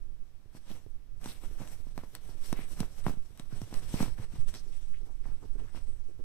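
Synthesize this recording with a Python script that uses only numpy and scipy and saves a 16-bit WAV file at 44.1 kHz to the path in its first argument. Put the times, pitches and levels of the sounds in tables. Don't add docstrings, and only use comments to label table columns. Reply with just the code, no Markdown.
import sys
import numpy as np
from scipy import signal
from scipy.fft import rfft, irfft, next_fast_len
from scipy.io import wavfile

SR = 44100
rng = np.random.default_rng(int(sys.argv[2]) if len(sys.argv) > 2 else 0)


def file_out(sig):
    cols = np.atleast_2d(sig).T
    lim = np.clip(cols, -1, 1)
    pcm = np.round(lim * 32767).astype(np.int16)
    wavfile.write(sys.argv[1], SR, pcm)


N = 275181
TIME = np.arange(N) / SR

# frequency in Hz, gain in dB.
ROOM_COLOUR = [(20, -8), (60, 7), (130, -1), (250, -4), (500, -12), (1000, -15), (2000, -18.5), (5000, -26),
               (15000, -45)]
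FINGER_COLOUR = [(1, -4), (6, -2), (12, -3), (25, -18.5), (50, -25), (100, -34), (200, -55), (400, -50.5),
                 (1500, -91)]
BUFFET_COLOUR = [(5, 1), (25, 4), (60, -1), (110, -6.5), (200, -13.5), (600, -61.5)]
CASE_COLOUR = [(80, -10.5), (200, -4.5), (300, -1), (420, 2), (600, -13), (1000, -22), (3000, -41),
               (10000, -76)]
HISS_COLOUR = [(300, -17.5), (1200, -9), (2800, -1.5), (5000, -4), (8000, -2), (12000, -5.5),
               (16000, -14.5)]
CRUMPLE_COLOUR = [(50, -6), (110, 13.5), (220, 6), (400, 5), (900, 0.5), (2000, -3.5), (4000, -13),
                  (9000, -45.5)]
SNAG_COLOUR = [(200, -13), (900, 6), (2300, 7.5), (5000, 5), (9000, 5.5), (13500, -1), (16000, -10.5)]
# frequency in Hz, gain in dB.
LEFT_PORT_COLOUR = [(100, 3.5), (4000, 0), (5500, -2.5), (6800, -1.5), (8300, 8.5), (9500, 1.5),
                    (10800, 2.5), (12100, 7), (13900, -10.5), (15000, 3)]
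RIGHT_PORT_COLOUR = [(100, 7.5), (400, 2), (1000, -1), (2500, -2), (4600, 1), (5800, 8), (7200, -10),
                     (9500, -15), (13500, -10.5), (15200, -6)]
# time in seconds, relative level in dB.
FINGER_PRESSURE = [(0, -44.5), (.3, -59.5), (.9, -51.5), (1.45, -48), (2.2, -51.5), (3.05, -44.5),
                   (3.35, -56.5), (3.95, -41.5), (4.75, -50), (5.25, -43.5), (6.24, -48)]
# start in seconds, level in dB, length in seconds.
CASE_CREAKS = [(0.458, -58.5, 0.0041), (0.864, -50.5, 0.01), (1.512, -51, 0.0066), (1.8, -56.5, 0.0057),
               (2.348, -54, 0.0078), (2.719, -53.5, 0.017), (3.306, -55.5, 0.0027), (4.661, -59.5, 0.05),
               (5.011, -58, 0.029), (5.066, -59.5, 0.045), (5.419, -52, 0.035), (5.548, -51, 0.024),
               (5.594, -55.5, 0.058), (5.784, -72, 0.028), (5.879, -56.5, 0.022), (6.087, -56.5, 0.029),
               (6.192, -50.5, 0.019)]
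# peak time and fall time in seconds, relative level in dB.
DUVET_GUSTS = [(1.27, .04, -48), (1.48, 0.037, -43), (1.89, .04, -52), (2.0, .06, -52), (2.81, .04, -41),
               (3.08, .05, -41), (3.56, .1, -50), (3.88, 0.11, -41), (4.12, .08, -44), (4.37, 0.2, -48),
               (4.92, 0.045, -45.5)]
# time in seconds, relative level in dB.
STIRRING = [(.5, -82), (.7, -67.5), (1.16, -93), (1.35, -69), (1.85, -68.5), (2.75, -62), (3.3, -70),
            (3.85, -59.5), (4.27, -68.5), (4.65, -64.5), (5.15, -70.5), (5.8, -68.5), (6.24, -77)]
# peak time and fall time in seconds,
# relative levels of surface hiss and of crumpling filling in dB.
CLOTH_SWISHES = [(0.562, 0.037, -62.5, -63.5), (0.725, 0.067, -59, -58.5), (1.245, 0.031, -64, -54.5),
                 (1.282, 0.061, -50, -54.5), (1.44, 0.035, -57, -57), (1.554, 0.19, -65, -63.5),
                 (1.62, 0.042, -58.5, -52), (1.722, 0.053, -56, -59), (2.003, 0.04, -65.5, -55),
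                 (2.159, 0.019, -57, -54), (2.3, 0.053, -61.5, -59.5), (2.46, 0.057, -50.5, -59),
                 (2.599, 0.052, -56.5, -54), (2.73, 0.052, -57, -65), (2.8, 0.041, -52, -49.5),
                 (2.989, 0.037, -58, -58), (3.077, 0.045, -52, -50), (3.396, 0.056, -65, -62.5),
                 (3.584, 0.087, -57.5, -57), (3.761, 0.064, -55, -52), (3.942, 0.094, -48, -54.5),
                 (4.014, 0.056, -45, -45.5), (4.214, 0.035, -55.5, -52.5), (4.356, 0.043, -57, -56.5),
                 (4.491, 0.021, -49.5, -55.5), (4.559, 0.045, -56, -58), (4.767, 0.073, -61.5, -93),
                 (5.294, 0.061, -68, -60.5), (5.59, .08, -84, -63.5), (5.764, 0.039, -59, -56),
                 (5.886, 0.024, -65.5, -67)]
# time in seconds, gain in dB.
HISS_SHEEN = [(.7, 1), (2.1, 2.5), (3.9, -0.5), (4.4, -3), (6.24, -3)]
# start in seconds, level in dB, contact time in ms.
PAW_BLOWS = [(0.55, -54.5, 0.36), (0.7039, -50.5, 0.44), (0.714, -49, 0.51), (1.2595, -43.5, 0.18),
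             (1.275, -53, 0.1), (1.437, -54, 0.18), (1.6053, -48.5, 0.34), (1.616, -46.5, 0.24),
             (1.869, -55, 0.39), (1.9784, -42.5, 0.077), (1.99, -53, 0.076), (2.036, -50, 0.14),
             (2.292, -54, 0.23), (2.5281, -34.5, 0.24), (2.5912, -44, 0.26), (2.805, -35, 0.46),
             (2.809, -36.5, 2), (2.8308, -45, 0.092), (3.0658, -32, 0.097), (3.0701, -36.5, 1.7),
             (3.0826, -39.5, 0.17), (3.0955, -43, 0.16), (3.1063, -44.5, 1), (3.1376, -49.5, 0.74),
             (3.172, -49.5, 1.4), (3.3983, -48, 0.57), (3.5262, -48, 0.77), (3.617, -43.5, 0.44),
             (3.727, -47, 0.21), (3.7409, -51, 0.14), (3.9411, -31.5, 0.64), (3.96, -47.5, 0.25),
             (4.0048, -35.5, 0.16), (4.0081, -31, 1.16), (4.025, -41, 0.47), (4.0294, -34, 0.26),
             (4.0608, -46.5, 0.16), (4.081, -48, 0.18), (4.1867, -51.5, 0.32), (4.198, -48.5, 0.88),
             (4.338, -50, 0.99), (4.358, -53.5, 0.38), (4.5407, -55.5, 1.1), (5.256, -55.5, 0.11),
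             (5.287, -55, 0.37), (5.748, -53.5, 0.16), (5.7756, -56.5, 0.045)]
# frequency in Hz, width in Hz, gain in dB.
DUVET_MODES = [(192, 140, -4.5), (247, 145, -3.5), (775, 660, -6), (966, 106, -12), (1870, 1200, -22)]
# start and length in seconds, pitch in Hz, level in dB.
WEAVE_SCRAPES = [(0.674, 0.064, 3300, -60), (1.28, 0.045, 3750, -51), (1.429, 0.026, 2800, -72),
                 (1.672, 0.057, 8100, -60), (2.445, 0.047, 8850, -54.5), (2.546, 0.079, 2080, -55.5),
                 (2.606, 0.058, 2220, -58), (2.685, 0.07, 9400, -61), (3.505, 0.046, 1400, -62),
                 (3.949, 0.11, 2290, -52.5), (4.176, 0.016, 1550, -54.5), (4.532, 0.083, 4800, -57.5),
                 (4.926, 0.031, 2040, -63), (4.95, 0.028, 2510, -65.5), (5.058, 0.068, 800, -66),
                 (5.23, 0.04, 1900, -67), (5.256, 0.023, 825, -57.5), (5.29, .05, 1300, -71),
                 (5.747, 0.051, 2620, -63), (5.412, 0.044, 930, -63), (5.673, 0.027, 1500, -62.5)]
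# start in seconds, relative level in dB, decay in ms, gain of the top treble in dB.
CLAW_SNAGS = [(1.2423, -49, 2.2, 1), (1.259, -50, 2.4, -10), (1.675, -54, 2.1, -7), (1.978, -52, 1.4, -1),
              (2.1512, -41.5, 0.96, 11), (2.5282, -41, .7, 1), (2.8037, -39, 1.7, -2.5),
              (3.041, -57.5, 2, 5), (3.067, -58, 2.8, 6), (3.083, -60, 3, -3), (3.375, -58, 1.6, 12),
              (3.3968, -48.5, 0.97, -6), (3.617, -53, 1.3, 2), (3.7412, -46.5, 2, -3),
              (4.026, -41, 2.9, -12), (4.541, -47.5, 1.8, 3), (4.5488, -48.5, 10, -10)]
# start in seconds, level in dB.
LANDINGS = [(3.422, -57), (3.525, -44), (3.622, -42.5), (4.07, -43.5), (4.191, -46), (4.381, -42.5)]
# frequency in Hz, seconds to fall 60 dB, gain in dB.
MATTRESS_MODES = [(101.7, 0.16, 2), (114.8, 0.16, 2.5)]


def undb(db):
    return 10 ** (np.asarray(db) / 20)


def unit(x):
    return x / np.sqrt(np.mean(x ** 2))


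def at_level(x, db):
    return x * undb(db) / np.sqrt(np.sum(x ** 2) / (.01 * SR))


def curve(table):
    return np.interp(TIME, *np.transpose(table))


def add(track, start, x):
    i = int(start * SR)
    track[..., i:i + x.shape[-1]] += x[..., :N - i]


def colour(x, points):
    size = next_fast_len(x.shape[-1] // 2 + 4096, real=True) * 2
    hz, db = np.transpose(points)
    log_hz = np.log(np.fft.rfftfreq(size, 1 / SR) + 0.00091)
    cepstrum = irfft(np.log(undb(np.interp(log_hz, np.log(hz), db))))
    cepstrum[1:size // 2] *= 2
    cepstrum[size // 2 + 1:] = 0
    return irfft(rfft(x, size) * np.exp(rfft(cepstrum)))[..., :x.shape[-1]]


def wander(rate_hz):
    knots = rng.standard_normal(4096)
    return unit(np.interp(TIME * rate_hz, np.arange(len(knots)), knots))


def stereo(pair, alike):
    mid, side = np.sqrt(1 + alike) * pair[0], np.sqrt(1 - alike) * pair[1]
    return np.array([mid + side, mid - side]) / np.sqrt(2)


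def fibre_slips(per_s, spread_db):
    sizes = undb(spread_db * np.minimum(rng.exponential(size=(2, N)), 5))
    return unit((rng.random((2, N)) < per_s / SR) * sizes * rng.choice([-1, 1], (2, N)))


def motion(moves, steady_db, rise_share=0.73):
    power = 0
    for peak_s, fall_s, db in moves:
        lag = (TIME - peak_s) / fall_s
        from_peak = np.maximum(-lag / rise_share, lag)
        swell = np.exp(-np.minimum(from_peak, 20) ** 1.34)
        power += (undb(db) * swell) ** 2
    return np.sqrt(undb(steady_db) ** 2 + power)


def room_tone(level_db=-67):
    noise = stereo(rng.standard_normal((2, N)), alike=0.17)
    return undb(level_db) * unit(colour(noise, ROOM_COLOUR))


def port_rumble(finger_db=9, tremble_db=2, draught_db=5.5, buffet_db=-2):
    finger = unit(colour(rng.standard_normal(N), FINGER_COLOUR))
    right = finger * undb(curve(FINGER_PRESSURE) + finger_db + tremble_db * wander(9.8))
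    airflow = motion(DUVET_GUSTS, curve(STIRRING) + draught_db)
    buffet = unit(colour(rng.standard_normal(N), BUFFET_COLOUR))
    left = buffet * airflow * undb(buffet_db + 2.5 * wander(2.54))
    return np.array([left, right])


def bedding(hiss_db=-2, stir_crumple_db=-2.5, patchy_db=1.8):
    stir_db = curve(STIRRING)
    sliding = motion([(s, fall, db) for s, fall, db, _ in CLOTH_SWISHES], stir_db)
    folding = motion([(s, fall, db) for s, fall, _, db in CLOTH_SWISHES], stir_db + stir_crumple_db)
    jerk = wander(70)
    slips = stereo(fibre_slips(per_s=11000, spread_db=2.5), alike=0.057)
    size = next_fast_len(N, real=True)
    spectrum, hz = rfft(slips, size), np.fft.rfftfreq(size, 1 / SR)
    edges_hz = [0, 1200, 1900, 2800, 4000, 5600, 7600, 10000, SR]
    bands = [irfft(spectrum * (hz >= low) * (hz < high), size)[:, :N] * undb(patchy_db * wander(30))
             for low, high in zip(edges_hz, edges_hz[1:])]
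    bands[-1] *= undb(curve(HISS_SHEEN))
    hiss = unit(colour(sum(bands), HISS_COLOUR))
    folds = stereo(fibre_slips(per_s=2500, spread_db=2.0), alike=0.6)
    crumple = unit(colour(folds, CRUMPLE_COLOUR))
    return hiss * sliding * undb(hiss_db + 1.4 * jerk) + crumple * folding * undb(2.13 * jerk)


def case_creaks(slip_hz=170, bump_hz=105, bump_db=3, bump_fade_db_per_s=170, left_db=-36):
    out, t = np.zeros(N), TIME[:SR // 10]
    bump = np.sin(2 * np.pi * bump_hz * t) * np.exp(-t / 0.0048)
    for start, db, length in CASE_CREAKS:
        gaps, sizes = rng.uniform(.3, 1.7, (2, 64))
        slip_s = (np.cumsum(gaps) - gaps[0]) / slip_hz
        inside = slip_s < length
        slips = np.bincount((slip_s[inside] * SR).astype(int), sizes[inside], SR // 8)
        creak = colour(slips, CASE_COLOUR)
        add(out, start, at_level(bump, db + bump_db - bump_fade_db_per_s * length))
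        add(out, start, creak * undb(db) / np.sqrt(np.sum(creak ** 2) / (length * SR)))
    return np.array([undb(left_db) * out, out])


def paws(scuff_db=-13, scuff_s=0.012, flap_db=-13):
    out, t = np.zeros((2, N)), TIME[:SR // 10]
    for start, db, contact_ms in PAW_BLOWS:
        push = t * np.exp(-t / (max(contact_ms, .05) / 1000))
        thud = sum(undb(mode_db) * signal.lfilter(*signal.iirpeak(hz, hz / width, fs=SR), push)
                   for hz, width, mode_db in DUVET_MODES)
        thud = colour(thud, [(1400, -6.0), (3000, -7.5), (8000, -21)])
        noise = stereo(rng.standard_normal((2, len(t))), alike=0.26)
        scuff = colour(noise * np.exp(-t / scuff_s),
                       [(100, -18), (270, 9.5), (480, 12), (950, 11.5), (2200, 1), (6000, -3),
                        (15000, -28)])
        flap = colour(noise * t * np.exp(-t / 0.011),
                      [(40, -31), (110, -5.5), (200, -12), (400, -3), (1200, -30)])
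        cloth = at_level(scuff, db + scuff_db) + at_level(flap, db + flap_db)
        add(out, start, at_level(-thud, db) + cloth)
    return out


def scrapes(relative_width=0.46, grit_db=-13):
    out = np.zeros((2, N))
    weave = stereo(fibre_slips(per_s=5000, spread_db=5.5), alike=0.28)
    for start, length, hz, db in WEAVE_SCRAPES:
        i, n = int(start * SR), int(length * SR)
        slips = weave[:, i:i + n]
        rasp = signal.lfilter(*signal.iirpeak(hz, 1 / relative_width, fs=SR), slips)
        rasp = unit(signal.lfilter(*signal.iirpeak(hz, .5 / relative_width, fs=SR), rasp))
        add(out, start, undb(db) * (rasp + undb(grit_db) * unit(slips)) * np.hanning(n) ** 0.39)
    return out


def claws(snap_db=-1, shiver_db=-14, shiver_s=0.0048, twang_hz=4050, twang_db=-14):
    out, t = np.zeros((2, N)), TIME[:SR // 10]
    for start, db, decay_ms, treble_db in CLAW_SNAGS:
        noise = stereo(rng.standard_normal((2, len(t))), alike=0.66)
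        threads = unit(noise) * np.exp(-t / (decay_ms / 1000))
        threads[:, 0] += 9
        snap = colour(colour(threads, SNAG_COLOUR), [(7000, 0), (12000, treble_db)])
        shiver = at_level(colour(noise * np.exp(-t / shiver_s), SNAG_COLOUR), db + shiver_db)
        hz = twang_hz * (1 + 0.056 * rng.standard_normal())
        twang = np.sin(2 * np.pi * hz * t) * np.exp(-t / 0.0038)
        add(out, start, at_level(snap, db + snap_db) + shiver + at_level(twang, db + twang_db))
    return out


def mattress(give_s=0.0071):
    out, t = np.zeros(N), TIME[:SR // 4]
    ring = sum(undb(db) * np.sin(2 * np.pi * hz * t) * np.exp(-np.log(1000) * t / t60)
               for hz, t60, db in MATTRESS_MODES)
    for start, db in LANDINGS:
        add(out, start, at_level(ring * (1 - np.exp(-t / give_s)), db))
    return out


def bedroom(x, t60_s=0.26, tail_gain_db=-22):
    t = TIME[:SR // 2]
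    tail = rng.standard_normal((2, len(t))) * np.exp(-np.log(1000) * t / t60_s) * (t > .006)
    tail /= np.sqrt(np.sum(tail ** 2) / 2)
    tail = colour(tail, [(80, -24), (400, 9), (4000, 9.5), (15000, -40)])
    return x + undb(tail_gain_db) * signal.fftconvolve(x, tail, axes=1)[:, :N]


def scene():
    tussle = paws() + mattress() + claws() + scrapes() + bedding()
    return bedroom(tussle) + room_tone() + port_rumble() + case_creaks()


def record(dry, port_lag_s=3 / SR, self_noise_db=-78, top_hz=15600):
    heard = np.array([colour(dry[0], LEFT_PORT_COLOUR), colour(dry[1], RIGHT_PORT_COLOUR)])
    heard[1] = np.interp(TIME - port_lag_s, TIME, heard[1])
    heard += undb(self_noise_db) * rng.standard_normal((2, N))
    return signal.sosfilt(signal.ellip(12, .2, 60, top_hz, fs=SR, output="sos"), heard)


dry = scene()
out = record(dry)
file_out(out)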